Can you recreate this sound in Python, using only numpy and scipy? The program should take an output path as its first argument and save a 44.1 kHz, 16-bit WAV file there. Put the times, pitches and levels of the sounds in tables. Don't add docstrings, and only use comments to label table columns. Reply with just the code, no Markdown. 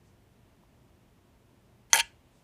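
import sys
import numpy as np
from scipy import signal
from scipy.fft import rfft, irfft
from scipy.io import wavfile

SR = 44100
rng = np.random.default_rng(int(sys.argv[2]) if len(sys.argv) > 2 else 0)


def dump(signal):
    limited = np.clip(np.atleast_2d(signal).T, -1, 1)
    pcm = np.round(limited * 32767).astype(np.int16)
    wavfile.write(sys.argv[1], SR, pcm)


N = 107339

# [t/s, crack level/dB, fizz level/dB, ring level/dB, scatter decay/s]
SNAGS = [(1.9312, -1, -11, 3, 0.0025), (1.9419, -7.5, 0.5, -18.5, 0.0003),
         (1.9476, -23, -17.5, -26.5, .002), (1.9558, -18, -6, -22, .0015),
         (1.9665, -36.5, -18.5, -35.5, 0.0016), (1.9709, -18, -13, -31.5, .0005),
         (1.9735, -30, -19, -26.5, 0.0009), (1.987, -14.5, -13.5, -35.5, 0.00067),
         (2.0037, -16, -30.5, -17.5, 0.0015), (2.0056, -34, -26, -17.5, 0.0012)]


def undb(db):
    return 10 ** (np.asarray(db) / 20)


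def unit(x):
    return x / np.sqrt(np.mean(x ** 2))


def band(x, lo_hz, hi_hz, order=2):
    edges_hz = [lo_hz, min(hi_hz, SR / 2 - 20)]
    return signal.sosfilt(signal.butter(order, edges_hz, "band", fs=SR, output="sos"), x)


def high_pass(x, hz, order=2):
    return signal.sosfilt(signal.butter(order, hz, "high", fs=SR, output="sos"), x)


def colour(points, size=4096):
    hz, db = np.array(points, float).T
    bins_hz = np.arange(size // 2 + 1) * SR / size
    gain = undb(np.interp(np.log(bins_hz + 1), np.log(hz), db))
    cepstrum = irfft(np.log(gain))
    cepstrum[1:size // 2] *= 2
    cepstrum[size // 2 + 1:] = 0
    return irfft(np.exp(rfft(cepstrum)))


def through(x, response):
    return signal.fftconvolve(x, response)[:len(x)]


def impulse(s):
    return 1. * (np.arange(N) == int(s * SR))


def snags(t):
    # [f/Hz, relative level/dB]
    crack_curve = [(150, -18.5), (400, -12.5), (900, -3), (2000, -0.5), (2700, -2), (3400, -4),
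                   (4300, -6.5), (5200, -0.5), (6800, 3.5), (8000, -3), (10200, -1.5), (13000, -26),
                   (15500, -17.5)]
    crack_gain_db, scatter_db = 5.5, -11
    crack, fizz, push = np.zeros((3, N))
    for s, crack_db, fizz_db, ring_db, decay_s in SNAGS:
        scatter = rng.standard_normal(N) * (t > s) * np.exp(-np.abs(t - s) / decay_s)
        release = impulse(s) + undb(scatter_db) * scatter
        crack += undb(crack_db) * release
        fizz += undb(fizz_db) * release
        push += undb(ring_db) * impulse(s)
    cracks = through(crack, colour(crack_curve))
    flicks = band(fizz, 8700, 11800)
    return undb(crack_gain_db) * (cracks + flicks) + through(push, ringing(rubbed=False))


def rasp(t):
    # [t/s, low level/dB, lower middle level/dB, upper middle level/dB, treble level/dB]
    rasp_levels = [(1.941, -25, -23.5, -34.0, -28), (1.9445, -29, -21.5, -26.5, -25.5),
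                   (1.948, -37.5, -26.5, -28, -27), (1.953, -26.5, -29.0, -38.5, -43.5),
                   (1.956, -30.5, -31.5, -28.5, -25.5), (1.9641, -33.5, -37.5, -37.0, -38),
                   (1.968, -30, -40.5, -35, -35), (1.972, -34.5, -31, -32.0, -27.5),
                   (1.977, -28.5, -31.0, -27.5, -29.5), (1.983, -29.0, -35.0, -41, -43.5),
                   (1.9883, -38, -33, -28.0, -34.5), (1.997, -40, -30.5, -24, -32),
                   (2.002, -47.5, -32.5, -33.5, -31.5), (2.007, -44.5, -34, -25, -43.5),
                   (2.012, -40, -33, -48.5, -40)]
    # [lowest f/Hz, highest f/Hz]
    ranges_hz = [(430, 1500), (1300, 2400), (2400, 4800), (5200, 15500)]
    range_levels_db = [1.1, 1.9, 2.1, -.5]
    # [f/Hz, relative level/dB]
    fibre_curve = [(300, -0.5), (800, 5), (2200, 8.5), (4000, -4), (6500, 2), (7800, 1), (9600, 7),
                   (11400, 0), (13200, -15), (15200, -3.5)]
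    slips_per_s, slip_spread_db, fuzz_db = 1700, 6, -9.5
    attack_s, release_s = .005, .006
    swell_s, swell_db, swell_rise_db_per_s = 1.9, -61.5, 300.5

    is_slip = rng.random(N) < slips_per_s / SR
    slip_gain = undb(slip_spread_db * np.clip(rng.standard_normal(N), -2, 2))
    slips = is_slip * slip_gain * rng.choice([-1, 1], N)
    friction = unit(unit(slips) + undb(fuzz_db) * rng.standard_normal(N))

    body, fibres = ringing(rubbed=True), colour(fibre_curve)
    body[:len(fibres)] += fibres

    times, *levels = np.array(rasp_levels).T
    before = np.maximum(times[0] - t, 0) / attack_s
    after = np.maximum(t - times[-1], 0) / release_s
    edges_db = -30 * (before + after)
    out = np.zeros(N)
    for (lo, hi), db, range_level_db in zip(ranges_hz, levels, range_levels_db):
        part = band(body, lo, hi, order=3)
        loudness = undb(np.interp(t, times, db) + edges_db + range_level_db)
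        out += through(friction * loudness, part / np.linalg.norm(part))

    snap_s = SNAGS[0][0]
    swell_age_s = np.clip(t, swell_s, snap_s) - swell_s
    swell = (t > swell_s) * (t < snap_s) * undb(swell_db + swell_rise_db_per_s * swell_age_s)
    soft_body = band(body, 700, 9000)
    return out + through(friction * swell, soft_body / np.linalg.norm(soft_body))


def ringing(rubbed):
    # [f/Hz, t60/s, level when snapped/dB, level when rubbed/dB]
    modes = [(922.5, 0.082, -24.5, -24.5), (1427, 0.06, -30, -39), (1702, 0.039, -33, -30),
             (1994, 0.064, -21.5, -38), (2676, .025, -32.5, -29.5), (2817, .03, -35.5, -26),
             (3110, 0.032, -35, -23), (3247, 0.025, -16, -23.5), (4310, 0.015, -17, -23.5),
             (4601, .025, -24, -28), (6208, 0.038, -11, -30.5), (6720, 0.013, -8.5, -30),
             (193, 0.18, -39, -50.5)]
    t = np.arange(SR // 4) / SR
    out = np.zeros(len(t))
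    for k, (hz, t60, snap_db, rub_db) in enumerate(modes):
        gain = (-1) ** k * undb(rub_db if rubbed else snap_db)
        out += gain * np.sin(2 * np.pi * hz * t) * np.exp(-np.log(1000) * t / t60)
    return out


def handling(t):
    # [t/s, half-width/s, f/Hz, level/dB]
    brushes = [(0.076, 0.037, 6300, -76.5), (0.51, 0.067, 2200, -79), (2.372, 0.059, 7300, -76),
               (2.33, 0.18, 2800, -78)]
    bump_s, bump_width_s, bump_hz, bump_db = 2.03, .03, 52, -51
    tap_s, tap_decay_s, tap_hz, tap_db = .636, 0.00083, 890, -47.5

    bump_shape = np.exp(-((t - bump_s) / bump_width_s) ** 2)
    out = undb(bump_db) * bump_shape * np.sin(2 * np.pi * bump_hz * (t - bump_s))
    for s, width_s, hz, db in brushes:
        noise = unit(band(rng.standard_normal(N), hz / 1.5, hz * 1.34))
        out += undb(db) * np.exp(-((t - s) / width_s) ** 2) * noise
    age = np.maximum(t - tap_s, 0)
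    return out + undb(tap_db) * np.sin(2 * np.pi * tap_hz * age) * np.exp(-age / tap_decay_s)


def room(x):
    # [f/Hz, relative level/dB]
    echo_curve = [(100, -4.5), (500, -6.5), (900, -8), (1200, -2), (1650, -3.5), (2400, -5), (3200, -8.5),
                  (3900, -9.5), (4500, -11.5), (5300, -3.5), (6200, -12.5), (7500, -1.5), (10000, -13),
                  (15000, -19)]
    echo_db, gap_s = -17.5, .005
    t60_s, treble_t60_s = .27, 0.22
    t = np.arange(SR // 2) / SR
    low = band(rng.standard_normal(len(t)), 80, 5400)
    high = band(rng.standard_normal(len(t)), 2400, 11000)
    low_tail = low * np.exp(-np.log(1000) * t / t60_s)
    high_tail = high * np.exp(-np.log(1000) * t / treble_t60_s)
    tail = (low_tail + high_tail) * (t > gap_s)
    echo = through(x, tail / np.linalg.norm(tail))
    return undb(echo_db) * through(echo, colour(echo_curve))


def background(t):
    # [f/Hz, relative level per Hz/dB]
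    floor_curve = [(15, -40.5), (25, -14.5), (43, -3.5), (110, -2), (148, -7), (188, -5.5), (274, -9),
                   (313, -13.5), (349, -10), (523, -17), (666, -14), (741, -20), (945, -18), (1240, -24),
                   (3000, -28), (4260, -33), (15500, -39)]
    # [f/Hz, level/dB]
    hum_tones = [(120, -71), (348, -76)]
    floor_db, rumble_edge_hz, fade_db_per_s = -62, 200, -1.2
    air = undb(floor_db) * unit(through(rng.standard_normal(N), colour(floor_curve, size=16384)))
    low_pass = signal.butter(2, rumble_edge_hz, fs=SR, output="sos")
    rumble = signal.sosfiltfilt(low_pass, air)
    hiss = air - rumble
    hum = sum(undb(db) * np.sin(2 * np.pi * (hz * t + rng.random())) for hz, db in hum_tones)
    return hiss + (rumble + hum) * undb(fade_db_per_s * (t - 1.5))


def scene():
    t = np.arange(N) / SR
    thread = high_pass(snags(t) + rasp(t), 406)
    return (thread + room(thread) + handling(t) + background(t))[None]


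def record(dry):
    low_cut_hz, top_hz = 30, 15400
    held = np.clip(high_pass(dry, low_cut_hz), -1, 1)
    return signal.sosfilt(signal.ellip(10, .2, 80, top_hz, fs=SR, output="sos"), held)


dry = scene()
out = record(dry)
dump(out)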